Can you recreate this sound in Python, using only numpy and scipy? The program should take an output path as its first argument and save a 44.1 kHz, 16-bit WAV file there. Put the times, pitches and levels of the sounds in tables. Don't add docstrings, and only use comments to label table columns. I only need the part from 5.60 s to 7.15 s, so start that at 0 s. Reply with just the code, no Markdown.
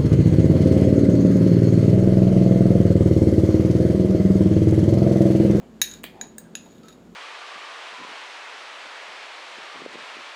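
import sys
import numpy as np
from scipy import signal
from scipy.fft import rfft, irfft
from scipy.io import wavfile

SR = 44100
rng = np.random.default_rng(int(sys.argv[2]) if len(sys.argv) > 2 else 0)


def put_to_file(sound):
    columns = np.atleast_2d(sound).T
    safe = np.clip(columns, -1, 1)
    whole_steps = np.round(safe * 32767)
    wavfile.write(sys.argv[1], SR, whole_steps.astype(np.int16))


N = 68355
T, FREQS = np.arange(N) / SR, np.fft.rfftfreq(N, 1 / SR)
CONTACT_T = T[:SR // 4]

# t/s, 6 x gain/dB at FAMILY_HZ, decay scale, crack level/dB, crack cut-off/Hz
CLINKS = [(0.216, -16.5, -13, -12, -20.5, -23.5, -19, 0.96, -15, 16600),
          (0.2192, -28, -20.5, -22, -20, -24, -31, 0.67, -26, 16300),
          (0.3132, -50, -36.5, -37, -33, -51, -60, 0.62, -54, 9000),
          (0.3376, -57, -35, -42, -32, -52, -55, 0.41, -39.5, 10800),
          (0.6124, -22, -29, -40, -20, -40.5, -44, 0.51, -25.5, 5200),
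          (0.7819, -30.5, -45.5, -60, -39, -56.5, -57, 0.79, -41.5, 9000),
          (.9528, -23, -28.5, -27.5, -22.5, -32.5, -44, 0.45, -21, 4500),
          (1.233, -56, -58, -66, -58, -63, -73, 0.83, -43, 4300),
          (1.2839, -43, -44, -48, -46.5, -50, -54, 0.64, -37, 4900),
          (1.3263, -59, -50.5, -65, -58, -61, -64, 1, -50, 4480)]
# f/Hz, gain/dB
CRACK_EQ = [(300, -37.5), (800, -1), (1250, -10), (1600, -4), (2700, 4.5), (3150, -6.5), (4000, 3.5),
            (5500, 0.5), (8300, -3), (12500, 0), (16000, -14)]
def clinks(crack_t60_s=.026):
    out = np.zeros(N)
    for start, *family_db, decay_scale, crack_db, cut_hz in CLINKS:
        crack = burst(crack_db, crack_t60_s * decay_scale, CRACK_EQ)
        dulling = 1 / np.sqrt(1 + (FREQS / cut_hz) ** 6)
        out += at(start, bowl(decay_scale, family_db) + colour(crack, dulling))
    return out


BOWL_HZ = [1665, 2480, 3812, 3834, 4130, 5314, 5887, 6492, 6660, 6790, 10110, 10450, 11425, 12900, 14190,
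           14780]
BOWL_DB = [-2, -17.5, 1, -32.5, -17, -17.5, -15.5, -1.5, -7, 0.5, -0.5, -9.5, -16, -4.5, -4, -0.5]
BOWL_T60_S = [0.025, 0.035, 0.041, 0.42, 0.027, .06, .05, 0.058, 0.077, 0.056, 0.047, 0.061, 0.026, 0.029,
              0.039, 0.03]
def bowl(decay_scale, family_db):
    return ring(zip(BOWL_HZ, BOWL_DB, BOWL_T60_S), decay_scale, family_db)


FAMILY_HZ = [1700, 3800, 6500, 6750, 10000, 14000]
def ring(modes, decay_scale=1, family_db=0, push_s=.00044):
    favour = list(zip(FAMILY_HZ, np.broadcast_to(family_db, len(FAMILY_HZ))))
    tones = 0
    for hz, db, t60 in modes:
        envelope = undb(db + along(favour, hz)) * fade(t60 * decay_scale)
        tones += envelope * np.sin(2 * np.pi * hz * CONTACT_T)
    return tones * (1 - np.exp(-CONTACT_T / push_s))


# t/s, level/dB
TICKS = [(.3385, -42), (0.434, -33.5), (0.466, -56), (0.671, -50), (0.7824, -21.5)]
# f/Hz, relative level/dB, t60/s
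TINE_MODES = [(6615, -8.5, 0.016), (7800, -5, 0.0074), (8390, -7, 0.017), (8910, -1, 0.0082),
              (13400, -11, 0.0056), (15100, -6, 0.01)]
def ticks():
    return sum(at(start, undb(db) * ring(TINE_MODES)) for start, db in TICKS)


# t/s, level/dB, thud t60/s
KNOCKS = [(0.4399, -29, 0.025), (0.557, -55.5, 0.015)]
# f/Hz, gain/dB
THUD_EQ = [(60, -21), (150, -7), (350, 10.5), (750, 1.5), (1150, -4.5), (1700, 0), (2600, -7), (3700, 0),
           (4600, -7.5), (5700, -21), (7500, -14), (16000, -18)]
# f/Hz, relative level/dB, t60/s
KNOCK_MODES = [(405, -11, 0.036), (702, -2, 0.02), (1675, -3.5, 0.014), (2470, -3, 0.025),
               (3326, 2.5, 0.01)]
def knocks():
    hollow = ring(KNOCK_MODES)
    return sum(at(start, burst(db, t60, THUD_EQ) + undb(db) * hollow) for start, db, t60 in KNOCKS)


# t/s, level/dB, t60/s
CRACKLES = [(.4348, -39, 0.02), (.4390, -30.5, 0.023), (.4645, -46, 0.016)]
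# f/Hz, gain/dB
CRACKLE_EQ = [(1000, 0.5), (3000, 13), (5800, -33), (7300, 7.5), (11000, 0), (15500, 5)]
def crackles():
    return sum(at(start, burst(db, t60, CRACKLE_EQ)) for start, db, t60 in CRACKLES)


# t/s, length/s, level/dB
SCRAPES = [(0.256, 0.14, -55), (0.947, 0.28, -65), (1.238, 0.1, -61)]
SCRAPE_FAMILY_DB = [1, -5, -19.5, -1, -14, -9]
# f/Hz, gain/dB
GRIT_EQ = [(900, -13.5), (1450, 2.5), (2400, -1), (3100, -0.5), (4200, 2.5), (5500, -6.5), (7300, -3.5),
           (9000, -16), (16000, -27.5)]
def scrapes(slips_per_s=1500, spread_db=4.5, grit_db=1):
    slipping = rng.random(N) < slips_per_s / SR
    slips = unit(slipping * undb(spread_db * rng.standard_normal(N)))
    pressure = sum(undb(db) * stroke(start, length) for start, length, db in SCRAPES)
    body = bowl(decay_scale=.6, family_db=SCRAPE_FAMILY_DB)
    ringing = signal.fftconvolve(slips * pressure, body / np.linalg.norm(body))[:N]
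    grit = undb(grit_db) * pressure * unit(colour(slips, gains(GRIT_EQ)))
    return ringing + grit


# t/s, length/s, level/dB
RUBS = [(0.011, 0.038, -50.5), (0.532, 0.15, -49.5), (1.051, 0.033, -53.5)]
# f/Hz, gain/dB
RUB_EQ = [(300, -10), (550, -4), (740, 3.5), (950, -2), (1300, -25.5), (3000, -21), (8000, -51)]
def rubs():
    pressure = sum(undb(db) * stroke(start, length) for start, length, db in RUBS)
    return pressure * noise(gains(RUB_EQ))


# t/s, length/s, f/Hz, level/dB
SQUEAKS = [(0.845, 0.035, 1600, -56), (1.217, 0.11, 1297, -58)]
def squeaks(width_hz=40):
    return sum(undb(db) * stroke(start, length) * band(hz, width_hz) for start, length, hz, db in SQUEAKS)


# f/Hz, gain/dB
ROOM_EQ = [(200, -18), (1000, -16), (2500, -6.5), (4000, -6), (6700, -9.5), (10000, -9), (16000, -3.5)]
# f/Hz, t60/s
ROOM_DECAY = [(300, 0.84), (3500, 0.17), (8000, 0.29), (15000, 0.1)]
def room(x, gap_s=.005):
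    centres_hz = np.geomspace(200, 16000, 6)
    t = T[:SR // 2]
    tail, freqs = 0, np.fft.rfftfreq(len(t), 1 / SR)
    for hz in centres_hz:
        share = np.sqrt(along([(c, c == hz) for c in centres_hz], freqs))
        part = irfft(share * np.exp(2j * np.pi * rng.random(len(freqs))), len(t))
        part *= fade(along(ROOM_DECAY, hz), t)
        tail += part / np.linalg.norm(part) * np.sqrt(np.mean(share ** 2))
    return at(gap_s, signal.fftconvolve(x, colour(tail, gains(ROOM_EQ))))


# f/Hz, width/Hz, level/dB
HUM_BANDS = [(55.05, 0.75, -64.5), (171.2, 10, -56.5), (218.7, 5.4, -54), (247.8, 4.6, -57.5),
             (371.3, 4, -64)]
def fan():
    return sum(undb(db) * band(hz, width_hz) for hz, width_hz, db in HUM_BANDS)


# f/Hz, gain/dB
AIR_EQ = [(18, -37), (30, -23.5), (98, -9), (227, -2.5), (303, -3), (461, -6.5), (866, -17), (1430, -21),
          (2120, -27), (3670, -29.5), (6050, -37), (6900, -30), (8520, -42), (14400, -44), (16000, -50)]
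def air(level_db=-50.5):
    return undb(level_db) * noise(gains(AIR_EQ))


def undb(db):
    return 10 ** (np.asarray(db) / 20)


def unit(x):
    return x / (np.std(x) + 1e-18)


def along(points, hz):
    p = np.array(points, float)
    return np.interp(np.log(np.maximum(hz, 1)), np.log(p[:, 0]), p[:, 1])


def gains(eq):
    return undb(along(eq, FREQS))


def colour(x, gain, size=2048):
    coarse_gain = np.interp(np.fft.rfftfreq(size, 1 / SR), FREQS, gain)
    cepstrum = irfft(np.log(coarse_gain + 1e-6))
    cepstrum[1:size // 2] *= 2
    cepstrum[size // 2:] = 0
    return signal.fftconvolve(x, irfft(np.exp(rfft(cepstrum))))[:len(x)]


def noise(gain):
    return unit(irfft(np.exp(2j * np.pi * rng.random(len(FREQS))) * gain, N))


def band(hz, width_hz):
    return noise(1 / (1 + ((FREQS - hz) / width_hz) ** 2))


def burst(db, t60_s, eq):
    hiss = colour(rng.standard_normal(len(CONTACT_T)), gains(eq))
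    return undb(db) * fade(t60_s) * unit(hiss)


def fade(t60_s, t=CONTACT_T):
    return np.exp(-np.log(1000) * t / max(t60_s, 1e-3))


def stroke(start_s, length_s):
    progress = np.clip((T - start_s) / length_s, 0, 1)
    return np.sqrt(np.abs(np.sin(np.pi * progress)))


def at(start_s, x):
    return np.pad(x, (max(int(start_s * SR), 0), N))[:N]


def scene(tick_send_db=-1.5, dull_send_db=6):
    bright = clinks() + scrapes() + squeaks() + crackles()
    tines, dull = ticks(), knocks() + rubs()
    tail = room(bright + undb(tick_send_db) * tines + undb(dull_send_db) * dull)
    return (bright + tines + dull + tail + air() + fan())[None]


def record(dry):
    top_hz = 16100
    return signal.sosfilt(signal.ellip(8, .2, 80, top_hz, fs=SR, output="sos"), dry)


dry = scene()
out = record(dry)
put_to_file(out)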